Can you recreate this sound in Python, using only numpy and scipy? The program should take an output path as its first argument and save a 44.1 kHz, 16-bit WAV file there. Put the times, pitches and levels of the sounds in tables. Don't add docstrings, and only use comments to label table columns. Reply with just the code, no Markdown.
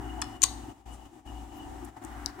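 import sys
import numpy as np
from scipy import signal
from scipy.fft import rfft, irfft
from scipy.io import wavfile

SR = 44100
rng = np.random.default_rng(int(sys.argv[2]) if len(sys.argv) > 2 else 0)


def to_wav(sig):
    pcm = np.clip(np.atleast_2d(sig), -1, 1) * 32767
    pcm = np.round(pcm).astype(np.int16)
    wavfile.write(sys.argv[1], SR, pcm.T)


N = 105840
T = np.arange(N) / SR
HZ = np.maximum(np.fft.rfftfreq(N, 1 / SR), 1)
AGE = np.arange(SR // 2) / SR

# (time [s], level [dB])
CLACK_HITS = [(0.4194, -11.5), (0.4294, -9.5), (0.4342, -9), (0.4354, -7), (0.4372, -0.5), (0.4387, -2.5),
              (0.4398, -10.5)]
# (frequency [Hz], level [dB], t60 [s], left minus right [dB])
METAL_MODES = [(2400, -35, .02, 4.5), (3110, -32, .022, 17), (3560, -41, 0.028, 9.5),
               (4000, -29, 0.021, 13.5), (4449, -26, .03, 11), (4570, -35.5, 0.071, 8),
               (5856, -20.5, .015, 17), (6290, -24.5, .022, 18), (6450, -39, .09, 15.5),
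               (6830, -10.5, 0.013, 17.5), (6550, -40, .25, 12.5), (7875, -27, 0.014, 10.5),
               (8570, -20.5, 0.025, 14.5), (9100, -28, .018, 3.5), (12300, -25.5, 0.006, -14.5)]
# (frequency [Hz], level [dB])
CRACK_COLOUR = [(200, -46), (600, -36), (900, -21), (1500, -18), (2800, -5), (4300, -11), (5200, -6),
                (7000, 3), (9000, -2.5), (10500, -16), (16000, -27.5)]
# (time [s], edge level [dB], body level [dB])
KNOCK_HITS = [(0.217, -21, -48.5), (0.2184, -29, -39), (0.2201, -38.5, -19.5), (0.2224, -31.5, -20),
              (0.2425, -43.5, -39), (0.4384, -36, -22), (0.4403, -39.5, -20.5)]
# (frequency [Hz], level [dB], t60 [s], left minus right [dB])
CASING_MODES = [(865, -16, 0.016, -6.5), (1108, -7, 0.022, -3.5), (1790, -13.5, 0.016, 11.5),
                (2450, -17, 0.027, 5), (3380, -16.5, 0.016, 15), (4200, -17.5, .016, 5),
                (5250, -11.5, 0.015, 11), (6760, -15.5, 0.011, 7)]
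# (frequency [Hz], level [dB])
EDGE_COLOUR = [(500, -34.5), (1300, -12), (3500, -14), (5000, -0.5), (8000, 4.5), (10500, -6), (12000, -18),
               (16000, -18)]
# (time [s], level [dB], left minus right [dB], pitch [ratio])
TICK_HITS = [(1.8485, -50.5, 12, 1.2), (2.0395, -45, 9, 1.55), (2.0490, -41.5, 21.5, 1.454),
             (2.2602, -24, 23.5, 0.984)]
# (frequency [Hz], level [dB], t60 [s])
TICK_RING = [(3950, -14.5, 0.021), (4720, -1, 0.005), (5660, 2, 0.0054), (6280, -2, 0.0056),
             (7400, -1, 0.002), (10000, -5.5, 0.0018), (13500, -8, .0012)]
# (time [s], width [s], level [dB], centre [Hz])
FINGER_BRUSHES = [(0.94, 0.022, -58, 7820), (1.575, 0.018, -61, 13900), (1.851, .005, -50.5, 9250)]
# (time [s], width [s], level [dB], centre [Hz])
FINGER_BUMPS = [(0.04, 0.038, -43.5, 337), (0.19, 0.016, -41.5, 800), (0.69, 0.03, -47, 287),
                (1.15, 0.038, -53.5, 326), (1.54, .012, -51, 300), (1.835, 0.016, -41.5, 308),
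                (1.972, .008, -44.5, 790), (2.04, 0.02, -43, 315.5), (2.4, 0.029, -46.5, 363)]
# (frequency [Hz], width [Hz], level [dB], left minus right [dB])
FAN_RESONANCES = [(41, 6, -63, 12), (86.4, 8, -62.5, -0.5), (105.2, 5, -59, 2), (121, 9.2, -63, 0.5),
                  (236, 12, -62, 5), (258.1, 8, -59.5, 6.5), (289.25, 4, -54, 3.5), (322.2, 6, -58, 10.5),
                  (371, 30, -61, 9), (743, 44, -57, 7), (860, 180, -59, -4.5), (1808, 160, -73, 13),
                  (8610, 110, -78.5, 8)]
# (time [s], gain [dB])
FAN_FADER = [(0, 7.5), (0.3, 2.5), (0.68, 1.5), (0.95, -6), (1.3, 0.5), (1.5, -1.5), (1.68, 4.5),
             (1.85, -1), (2.15, 1), (2.4, 1)]
# (frequency [Hz], level [dB])
AIR_COLOUR = [(20, -23), (40, -8.5), (60, -5), (110, 5), (165, -1), (280, 6.5), (380, -3), (470, -8),
              (620, -4.5), (780, 8), (1050, -3.5), (1300, -7), (1600, -17.5), (2400, -14), (3300, -15.5),
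              (4400, -21), (7500, -15.5), (11000, -25.5), (15500, -26.5)]
# (frequency [Hz], level [dB])
MID_COLOUR = [(400, -25.5), (700, 3), (1200, 7.5), (2000, 2), (2600, -13.5), (5000, -21)]
# (time [s], level [dB])
MID_FADER = [(0, -51), (0.3, -54.5), (0.6, -60), (1.0, -65), (1.5, -62.5), (1.9, -55.5), (2.2, -50),
             (2.4, -48.5)]
# (time [s], width [s], level [dB])
WHINE_PULSES = [(0.09, 0.047, -57.5), (0.238, 0.059, -59), (0.36, 0.043, -57), (0.64, .012, -63.5),
                (0.70, .015, -70), (0.925, 0.015, -62), (1.05, 0.028, -62.5), (1.29, .035, -65.5),
                (1.38, 0.023, -60.5), (1.53, .018, -72), (1.605, 0.043, -58)]
# (time [s], gain [dB])
HUM_FADER = [(0, 4), (0.2, 3.5), (0.55, 0), (0.92, 0), (1.1, -6), (1.35, 2.5), (1.75, -2.5), (2.2, 0.5),
             (2.4, -6.5)]
# (frequency [Hz], level [dB])
ROOM_COLOUR = [(300, -2), (1000, 4), (2800, -0.5), (4200, 2.5), (5500, -2), (6700, -10), (8500, -3),
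               (11000, -3), (16000, -2.5)]
# (start [s], end [s], depth [dB])
BACKGROUND_DIPS = [(0.366, 0.411, 7.5), (0.717, 0.857, 9.5), (0.814, 0.858, 7), (0.948, 1.053, 3.5),
                   (1.07, 1.131, 2.5), (1.058, 1.26, 6), (1.198, 1.252, 9), (1.442, 1.521, 2.5),
                   (1.891, 1.965, 9.5), (1.973, 2.019, 7), (2.297, 2.387, 5)]
# (frequency [Hz], left-right likeness [0 to 1])
STEREO_LIKENESS = [(60, 0.96), (300, .9), (700, 0.48), (1500, 0.13), (4000, .3), (15000, .1)]

CRACK_DB, CRACK_T60_S, CRACK_PAN_DB = -11, 0.011, 9.5
EDGE_T60_S, EDGE_PAN_DB = 0.0067, 6
BRUSH_OCTAVES, BRUSH_PAN_DB, BUMP_OCTAVES, BUMP_PAN_DB = 0.36, 6, 0.18, 8
AIR_DB, AIR_PAN_DB = -50.5, 4.5
WHINE_HZ, WHINE_WIDTH_HZ, WHINE_FLICKER_DB, WHINE_PAN_DB, WHINE_REST_DB = 2915, 120, 2.74, 7, -71.5
MAINS_HZ, MOTOR_HZ, BEAT_NULL_S = 59.95, 57.56, 0.325
MAINS_DB, MOTOR_DB, HUM_PAN_DB = -47.5, -48.5, 6
EARLY_DB, EARLY_T60_S, TAIL_DB, TAIL_T60_S, TAIL_DELAY_S = -10.5, 0.1, -16, 0.45, 0.015
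TICK_SEND_DB = -3.5
SINK_S, RECOVER_S = 0.02, 0.0098
CLIP_CEILING, TICK_TOP_HZ, STOPBAND_HZ = 1.1, 16300, 17000


def clack():
    out = np.zeros((2, N))
    for time, db in CLACK_HITS:
        metal = strike(METAL_MODES)
        crack = from_db(CRACK_DB) * pan(CRACK_PAN_DB) * burst(CRACK_COLOUR, CRACK_T60_S)
        out += place(time, from_db(db) * (metal + crack))
    return out


def knock():
    out = np.zeros((2, N))
    for time, edge_db, body_db in KNOCK_HITS:
        edge = from_db(edge_db) * pan(EDGE_PAN_DB) * burst(EDGE_COLOUR, EDGE_T60_S)
        body = from_db(body_db) * strike(CASING_MODES)
        out += place(time, edge + body)
    return out


def ticks():
    out = np.zeros((2, N))
    for time, db, pan_db, pitch in TICK_HITS:
        tick = sum((-1) ** k * from_db(db + mode_db) * ring(min(hz * pitch, TICK_TOP_HZ), t60)
                   for k, (hz, mode_db, t60) in enumerate(TICK_RING))
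        out += place(time, pan(pan_db) * tick)
    return out


def fingers():
    brushes = pan(BRUSH_PAN_DB) * rubs(FINGER_BRUSHES, BRUSH_OCTAVES)
    bumps = pan(BUMP_PAN_DB) * rubs(FINGER_BUMPS, BUMP_OCTAVES)
    return brushes + bumps


def fan():
    tones = sum(from_db(db) * pan(pan_db) * tone(hz, width) for hz, width, db, pan_db in FAN_RESONANCES)
    air = from_db(AIR_DB) * pan(AIR_PAN_DB) * noise(from_db(over_hz(AIR_COLOUR)))
    midrange = fader(MID_FADER) * noise(from_db(over_hz(MID_COLOUR)))
    pulses = from_db(WHINE_REST_DB) + sum(swell(time, width, db) for time, width, db in WHINE_PULSES)
    flicker = from_db(WHINE_FLICKER_DB * drift(rate_hz=60))
    whine = pulses * flicker * pan(WHINE_PAN_DB) * tone(WHINE_HZ, WHINE_WIDTH_HZ)
    return fader(FAN_FADER) * tones + air + midrange + whine


def hum():
    turn = 2 * np.pi * (T - BEAT_NULL_S)
    mains = from_db(MAINS_DB) * np.sin(MAINS_HZ * turn)
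    motor = from_db(MOTOR_DB) * np.sin(MOTOR_HZ * turn)
    return fader(HUM_FADER) * pan(HUM_PAN_DB) * (mains - motor)


def room(send):
    early = from_db(EARLY_DB) * rms_one(place(.002, burst(ROOM_COLOUR, EARLY_T60_S)))
    tail = from_db(TAIL_DB) * rms_one(place(TAIL_DELAY_S, burst(ROOM_COLOUR, TAIL_T60_S)))
    narrowed = (send + send.mean(axis=0)) / 2
    return signal.fftconvolve(narrowed, (early + tail) / np.sqrt(N), axes=1)[:, :N]


def dips():
    depth_db = sum(db * np.clip((T - start) / SINK_S, 0, 1) * np.clip((end - T) / RECOVER_S + .5, 0, 1)
                   for start, end, db in BACKGROUND_DIPS)
    return from_db(-depth_db)


def strike(modes):
    return sum((-1) ** k * from_db(db + rng.normal(0, 1)) * pan(pan_db) * ring(hz, t60)
               for k, (hz, db, t60, pan_db) in enumerate(modes))


def ring(hz, t60):
    return np.sin(2 * np.pi * hz * AGE) * decay(t60)


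def burst(colour, t60):
    cepstrum = irfft(np.log(rms_one(from_db(over_hz(colour)))), N)
    causal = cepstrum * (1 + np.sign(T)) * (T < T[-1] / 2)
    eq = irfft(np.exp(rfft(causal)), N)[:SR // 50]
    white = rng.standard_normal((2, len(AGE))) * decay(t60)
    return signal.fftconvolve(white, eq[None], axes=1)[:, :len(AGE)]


def rubs(rows, octaves):
    return sum(swell(time, width, db) * noise(np.exp(-(np.log2(HZ / hz) / octaves) ** 2 / 2))
               for time, width, db, hz in rows)


def tone(hz, width_hz):
    band = noise(1 / (1 + ((HZ - hz) / width_hz) ** 2) ** 2)
    envelope = np.abs(signal.hilbert(band)).mean(axis=0)
    return rms_one(band / np.sqrt(envelope + 1e-9))


def noise(gain):
    mid, side = rfft(rng.standard_normal((2, N)))
    alike = np.clip(over_hz(STEREO_LIKENESS), 0, 1)
    stereo = np.sqrt(1 + alike) * mid + np.sqrt(1 - alike) * side * [[1], [-1]]
    return rms_one(irfft(gain * stereo, N))


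def drift(rate_hz):
    return rms_one(irfft(rfft(rng.standard_normal(N)) / (1 + (HZ / rate_hz) ** 2), N))


def decay(t60):
    return from_db(np.maximum(-60 * AGE / t60, -300))


def swell(time, width, db):
    return from_db(db) * np.exp(-np.minimum(((T - time) / width) ** 2, 20))


def fader(points):
    return from_db(np.interp(T, *np.transpose(points)))


def over_hz(points):
    hz, value = np.transpose(points)
    return np.interp(np.log(HZ), np.log(hz), value)


def place(time, x):
    return np.pad(x, ((0, 0), (int(time * SR), N)))[:, :N]


def pan(db):
    return from_db(np.array([[.5], [-.5]]) * db)


def from_db(db):
    return 10 ** (np.asarray(db) / 20)


def rms_one(x):
    return x / np.sqrt(np.mean(x ** 2) + 1e-20)


def scene():
    handling = clack() + knock() + fingers()
    ticking = ticks()
    background = room(handling + from_db(TICK_SEND_DB) * ticking) + fan() + hum()
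    return handling + ticking + dips() * background


def record(dry):
    clipped = CLIP_CEILING * np.tanh(dry / CLIP_CEILING)
    return signal.sosfilt(signal.cheby2(12, 60, STOPBAND_HZ, fs=SR, output="sos"), clipped)


dry = scene()
out = record(dry)
to_wav(out)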